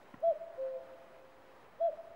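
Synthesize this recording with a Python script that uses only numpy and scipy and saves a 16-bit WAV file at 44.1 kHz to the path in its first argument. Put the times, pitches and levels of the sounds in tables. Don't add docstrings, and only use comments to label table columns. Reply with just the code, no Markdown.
import sys
import numpy as np
from scipy import signal
from scipy.io import wavfile
from scipy.ndimage import uniform_filter1d

SR = 44100
rng = np.random.default_rng(int(sys.argv[2]) if len(sys.argv) > 2 else 0)


def decibels_to_gain(level_db):
    exponent = np.asarray(level_db, float) / 20
    return 10 ** exponent


def generate_wav(sig):
    pcm = np.round(np.clip(np.atleast_2d(sig).T, -1, 1) * 32767).astype(np.int16)
    wavfile.write(sys.argv[1], SR, pcm)


N = 94815
LEAD = int(1.5 * SR)


# multiple of the pitch, level in dB at full voice,
# share of the voice's rise and fall that it follows.
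OVERTONES = [(2, -70, -.1), (5, -76.5, 1.3), (6, -87, .5)]


def sing(shape, sung):
    t = (np.arange(N + LEAD) - LEAD) / SR
    out = np.zeros(len(t))
    shape_s, shape_hz, shape_db = np.transpose(shape)
    for start, factor, stretch, level_db in sung:
        u = (t - start) / stretch
        on = (u > 0) & (u < shape_s[-1])
        level = uniform_filter1d(np.interp(u, shape_s, shape_db), size=200)
        pitch = uniform_filter1d(np.interp(u, shape_s, shape_hz), size=200) * factor
        pitch = pitch * (1 + .001 * drift(40, len(t)))
        phase = 2 * np.pi * np.cumsum(pitch * on) / SR
        voice = decibels_to_gain(level + level_db) * np.sin(phase)
        for multiple, top_db, share in OVERTONES:
            voice += decibels_to_gain(top_db + share * (level + 29)) * np.sin(round(multiple) * phase)
        edge = np.clip(np.minimum(u, shape_s[-1] - u) / .004, 0, 1)
        out += np.sqrt(2) * edge * voice
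    return out


# time from its start in seconds, pitch in Hz, level in dB.
HIGH_SHAPE = [(0, 470, -64), (.014, 545, -50), (.022, 625, -37), (.031, 662, -29), (.055, 669, -28),
              (.08, 679, -27), (.096, 652, -28.5), (.113, 578, -33.5), (.127, 530, -48)]
# time from its start in seconds, pitch in Hz, level in dB.
LOW_SHAPE = [(0, 510, -64), (.014, 524, -44), (.028, 530, -38), (.06, 531, -35), (.096, 528, -35.5),
             (.13, 527, -41), (.168, 522, -44.5), (.198, 519, -41), (.228, 512, -53)]
# start in seconds, pitch factor, time stretch, level in dB.
HIGH_NOTES = [
    (-1.36, 1.001, 1.001, -3),
    (.210, 1.0, 1.0, 0.5),
    (1.785, 1.004, .975, -1.2),
]
# start in seconds, pitch factor, time stretch, level in dB.
LOW_NOTES = [
    (-1.0, 1.001, 1.001, -3),
    (.569, 1.0, 1.0, 0),
]


def cuckoo():
    return sing(HIGH_SHAPE, HIGH_NOTES) + sing(LOW_SHAPE, LOW_NOTES)


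# delay in seconds, level in dB.
ECHOES = [(0.0329, -16.3), (0.0431, -26.4), (0.0512, -17.5), (0.0576, -21.7), (0.0816, -27.4),
          (0.1045, -22.9), (0.12, -23.8), (0.141, -31.9), (0.1542, -29.0), (0.1662, -28.6), (0.1934, -23.8),
          (0.2104, -26.2), (0.2175, -30.4), (0.2354, -34.8), (0.2465, -29.1), (0.2864, -29.2),
          (0.5159, -35.8), (0.5265, -30.6), (0.5608, -38.5), (0.5986, -34.9), (0.6327, -38.3),
          (0.644, -37.7), (0.6896, -39.6), (0.7073, -38.8), (0.7444, -36.6), (0.8145, -34.6),
          (0.8585, -38.1), (0.9111, -36.1),
          (.3893, -28), (.4546, -32), (.4844, -31)]


def wood(song):
    t = np.arange(3 * SR) / SR
    cloud = np.zeros(len(t))
    near, far = (-29, .7), (-20.5, 2.4)
    for db, t60 in (near, far):
        unit = np.sqrt(6 * np.log(10) / t60 / SR)
        cloud += decibels_to_gain(db - 60 * t / t60) * unit * rng.standard_normal(len(t))
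    cloud *= 1 - np.exp(-t / .3)
    for delay, db in ECHOES:
        cloud[round(delay * SR)] += decibels_to_gain(db + 1.5)
    dull = signal.sosfiltfilt(signal.butter(1, 2500, fs=SR, output="sos"), song)
    return song + signal.fftconvolve(dull, cloud)[:len(song)]


def ring(clicks, hz, t60):
    r = decibels_to_gain(-60 / (t60 * SR))
    w = 2 * np.pi * hz / SR
    return signal.lfilter([0, np.sin(w)], [1, -2 * r * np.cos(w), r * r], clicks + 1e-18)


# start in seconds, peak level in dB, brightness in Hz.
KNOCKS = [
    (.1382, -46, 2600),
    (.1418, -37, 2600),
    (.1455, -48, 2200),
    (.149, -54, 2000),
    (.166, -46, 190),
    (.275, -48, 240),
    (.8735, -60, 3500),
    (1.385, -56, 200),
    (1.5994, -62, 3500),
]
# pitch in Hz, level in dB, seconds to fade by 60 dB.
BODY = [(125, -7, .05), (205, 0.5, .03), (290, -3, .02), (430, -6, .012), (620, -4, .012), (1012, -2, .045),
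        (1400, -4, .015), (1900, -6, .015), (2400, -10, .012), (3000, -18, .008)]


def knocks():
    out = np.zeros(N)
    t = np.arange(4000) / SR
    spread_db = rng.normal(0, 2.0, (len(KNOCKS), len(BODY)))
    for (start, db, bright_hz), own_db in zip(KNOCKS, spread_db):
        hit = decibels_to_gain(-10) * rng.standard_normal(len(t)) * np.exp(-t / .004)
        for (hz, level_db, t60), extra_db in zip(BODY, own_db):
            hit += decibels_to_gain(level_db - 5 + extra_db) * ring(1. * (t == 0), hz, t60)
        band = signal.butter(2, [90, bright_hz], "band", fs=SR, output="sos")
        hit = signal.sosfilt(band, signal.sosfilt(band, hit))
        first = int(start * SR)
        out[first:first + len(t)] += decibels_to_gain(db) * hit
    return out


def tick():
    start_s, level_db, length_s = .2044, -61, .0007
    u = np.arange(N) / SR - start_s
    fade = (u > 0) * np.exp(-(np.maximum(u, 0) / length_s) ** 2)
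    snap = decibels_to_gain(level_db) * rng.standard_normal(N) * fade
    return signal.sosfilt(signal.butter(2, 8000, "high", fs=SR, output="sos"), snap)


# frequency in Hz, level of the band there in dB.
WIND = [(25, -18), (70, -10), (200, -10.5), (350, -5), (800, -4.5), (1800, -13.5), (6500, -36),
        (15500, -41.5)]


def wind():
    level_db, gust_db, flicker_db = -59.5, .63, .85
    out = np.zeros(N)
    together = drift(3, N)
    edges = 20 * 2 ** np.arange(0, 9.8, 1 / 3)
    white = rng.standard_normal((2, N + SR))
    hz, db = np.transpose(WIND)
    for k, (low, high) in enumerate(zip(edges, edges[1:])):
        band_filter = signal.butter(2, [low, high], "band", fs=SR, output="sos")
        band = signal.sosfilt(band_filter, white[k % 2])[SR:]
        band_db = np.interp(np.log(low * high) / 2, np.log(hz), db)
        out += band * decibels_to_gain(band_db + gust_db * together + flicker_db * drift(12, N))
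    return decibels_to_gain(level_db) * out / out.std()


# start in seconds, length in seconds, pitch drop in Hz.
STUMBLES = [
    (.662, .022, 450),
    (1.964, .022, 450),
]
# pitch in Hz, level in dB.
TONES = [
    (7500, -101),
    (15000, -112),
]


def whine():
    t = np.arange(N) / SR
    hz = 15694.9 + .8 * drift(8, N)
    gain = np.ones(N)
    for start, length, drop_hz in STUMBLES:
        u = t - start
        on = (u > 0) & (t < start + length)
        hz = hz - on * drop_hz * (1 - u / length)
        gain = gain * (1 - on * np.cos(np.pi * 190 * u) ** 2)
    out = decibels_to_gain(-86) * gain * np.sin(2 * np.pi * np.cumsum(hz) / SR)
    for tone_hz, db in TONES:
        out += decibels_to_gain(db) * np.sin(2 * np.pi * tone_hz * t)
    return np.sqrt(2) * out


def drift(rate, size):
    r = np.exp(-80 * np.pi * rate / SR)
    slow = signal.lfilter([1], [1, -2 * r, r * r], rng.standard_normal(size // 40 + 2002))
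    slow = slow[2000:]
    return np.interp(np.arange(size) / 40, np.arange(len(slow)), slow / slow.std())


def scene():
    bird = wood(cuckoo())[LEAD:]
    return (bird + knocks() + tick() + wind() + whine())[None]


def low_pass(x):
    return signal.sosfilt(signal.butter(12, 15850, fs=SR, output="sos"), x)


def record(dry):
    top_cut = signal.ellip(10, .5, 70, 15850, fs=SR, output="sos")
    mix = signal.sosfilt(top_cut, dry) + .0006
    return low_pass(mix)


dry = scene()
out = record(dry)
generate_wav(out)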